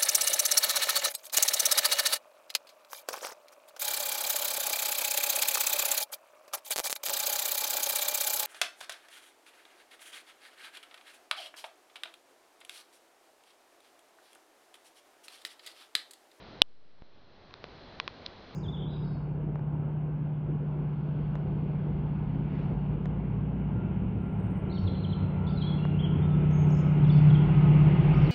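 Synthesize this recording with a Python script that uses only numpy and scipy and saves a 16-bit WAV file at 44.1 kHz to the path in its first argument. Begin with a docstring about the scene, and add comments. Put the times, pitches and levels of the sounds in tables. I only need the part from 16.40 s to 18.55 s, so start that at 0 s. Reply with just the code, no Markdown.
"""In a forest, on the microphone of a handheld camera: a soft, even hiss, and the case clicking
under the fingers. One hard snap right by the microphone overloads it; the gain control ducks the
forest and lets it swell back over a second. Two dull pops, the first on the heels of the snap, and
a few lighter clicks follow. The narrow-band recorder leaves little above 6 kHz."""
import sys
import numpy as np
from scipy import signal
from scipy.fft import rfft, irfft
from scipy.io import wavfile

SR = 44100
rng = np.random.default_rng(int(sys.argv[2]) if len(sys.argv) > 2 else 0)


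def int16_out(signal):
    """Quantize to a 16-bit WAV file."""
    q = np.round(np.clip(np.atleast_2d(signal).T, -1, 1) * 32767)
    wavfile.write(sys.argv[1], SR, q.astype(np.int16))


N = 94815
T = np.arange(N) / SR


def from_db(db):
    """Decibels to gain."""
    return 10 ** (np.asarray(db) / 20)


def noise(gain):
    """Noise of rms 1 whose spectrum follows gain(Hz)."""
    hz = np.maximum(np.fft.rfftfreq(N, 1 / SR), 1)
    x = irfft(rfft(rng.standard_normal(N)) * gain(hz), N)
    return x / np.sqrt(np.mean(x ** 2) + 1e-20)


def noise_band(centre_hz, half_width_hz):
    """Noise of rms 1, 6 dB down at half_width_hz from its centre."""
    return noise(lambda hz: 1 / (1 + ((hz - centre_hz) / half_width_hz) ** 2))


def ring(start, modes):
    """Decaying sines, struck together at start seconds."""
    age = np.maximum(T - start, 0)
    return sum(from_db(db - 60 * np.minimum(age / t60, 10)) * np.sin(2 * np.pi * hz * age)
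               for hz, db, t60 in modes)


def resonance(start, hz, width_hz):
    """One impulse through a resonance, peaking near 1."""
    impulse = np.full(N, 1e-18)
    impulse[int(start * SR)] = 0.47
    r = np.exp(-np.pi * width_hz / SR)
    return signal.lfilter([1, 0, -1], [1, -(1 + r * r) * np.cos(2 * np.pi * hz / SR), r * r], impulse)


def forest():
    """The forest air: a broad, slightly wavering hiss with a few faint, fluttering whirrs."""
    # Spectrum of the air. Each row: frequency in Hz, relative level in dB.
    air_spectrum = [(25, -0.5), (70, 3), (250, 0.5), (600, -1), (1100, -7), (2000, -11.5), (3000, -16),
                    (4900, -18.5), (5600, -25.5), (7000, -20)]
    # Narrow whirrs. Each row: centre in Hz, half-width in Hz, level in dB.
    whirr_bands = [(3380, 390, -67), (3960, 95, -68), (4220, 150, -67.5)]
    air_db, waver_db, flutter_db = -50, 0.5, 1
    points_hz, points_db = np.transpose(air_spectrum)
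    air = noise(lambda hz: from_db(np.interp(np.log(hz), np.log(points_hz), points_db)))
    waver = noise_band(0, half_width_hz=6)
    flutter = noise_band(0, half_width_hz=15)
    whirrs = sum(from_db(db + flutter_db * flutter) * noise_band(hz, half_width)
                 for hz, half_width, db in whirr_bands)
    return from_db(air_db + waver_db * waver) * air + whirrs


def hard_snap():
    """The case snaps right by the microphone and rings briefly."""
    # Modes of the snap. Each row: frequency in Hz, level in dB, seconds to fall 60 dB.
    snap_modes = [(876, 1.5, 0.0053), (2963, -10.5, .02), (3370, 10, .0054), (6040, -1.8, 0.0053)]
    start, attack_s = 0.2188, 0.00019
    attack = 1 - np.exp(-np.maximum(T - start, 0) / attack_s)
    return ring(start, snap_modes) * attack


def gain_control(x):
    """The camera ducks just after a peak passes the threshold, holds, then recovers steadily."""
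    threshold_db, reaction_s, hold_s, recovery_db_per_s = -10, 0.000747, 0.11, 17.5
    over_db = np.maximum(20 * np.log10(np.abs(x) + 1e-9) - threshold_db, 0)
    recovery_db = recovery_db_per_s * T
    duck_db = np.maximum.accumulate(over_db + recovery_db) - recovery_db
    held_db = np.maximum(duck_db, np.interp(T - hold_s, T, duck_db))
    return x * from_db(-np.interp(T - reaction_s, T, held_db))


def dull_pops():
    """The signal's resting level jumps, overshoots briefly and drifts back."""
    # Jumps in resting level. Each row: start in seconds, signed height, settling time in seconds.
    jumps = [(0.2211, -0.008, 0.57), (0.6217, 0.0087, 0.36)]
    rise_s, overshoot_s = 0.00007, 0.00083
    pops = np.zeros(N)
    for start, height, settle_s in jumps:
        age = np.maximum(T - start, 0)
        rise = 1 - np.exp(-age / rise_s)
        overshoot = 0.91 * np.exp(-age / overshoot_s)
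        pops += height * rise * (np.exp(-age / settle_s) + overshoot)
    return pops


def light_clicks():
    """Under the fingers, each contact ticks, sets the case ringing and knocks the whole camera."""
    # Contacts on the case. Each row: start in seconds, tick peak in dB, tick centre in Hz,
    # tick width in Hz, low-pass in Hz, case ring in dB, knock in dB.
    contacts = [(1.1095, -41.5, 1500, 2500, 3500, -43, -55), (1.1400, -27.5, 3900, 900, 5560, -56, -55),
                (1.1407, -28.5, 1150, 595, 5000, -74, -64), (1.2419, -21, 900, 3400, 3840, -42, -29),
                (1.6003, -13.5, 2190, 3280, 4130, -26, -48), (1.6783, -18, 1960, 3400, 3860, -28, -31),
                (1.8612, -32, 4100, 600, 5000, -65, -61.5), (1.8634, -19.5, 3990, 895, 4500, -61, -46)]
    # Modes of the case. Each row: frequency in Hz, relative level in dB, seconds to fall 60 dB.
    case_modes = [(1081, -3, 0.019), (2410, -2.5, .010), (3240, -9, .010)]
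    knock_hz, knock_t60_s = 640, 0.011
    clicks = np.zeros(N)
    for start, tick_db, tick_hz, width_hz, lowpass_hz, ring_db, knock_db in contacts:
        soften = signal.butter(2, lowpass_hz, fs=SR, output="sos")
        tick = signal.sosfilt(soften, resonance(start, tick_hz, width_hz))
        case = sum(from_db(db) * resonance(start, hz, width_hz=np.log(1000) / (np.pi * t60))
                   for hz, db, t60 in case_modes)
        knock = ring(start, [(knock_hz, knock_db, knock_t60_s)])
        clicks += from_db(tick_db) * tick / np.abs(tick).max() + from_db(ring_db) * case + knock
    return clicks


def scene():
    """The forest and, close up, the handled case in inverted polarity; mono."""
    return (forest() - hard_snap() - light_clicks())[None]


def record(dry):
    """The camera's recorder: gain control, overload, pops and self-noise, all in a narrow band."""
    ceiling, self_noise_db, band_edge_hz, top_cut_hz = 0.96, -75, 5955, 16600
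    x = np.clip(gain_control(dry[0]), -ceiling, ceiling)
    x = x + dull_pops() + from_db(self_noise_db) * rng.standard_normal(N)
    x = signal.sosfiltfilt(signal.butter(9, band_edge_hz, fs=SR, output="sos"), x)
    x = np.clip(x, -ceiling, ceiling)
    return np.convolve(x, signal.firwin(201, top_cut_hz, fs=SR), "same")[None]


dry = scene()
out = record(dry)
int16_out(out)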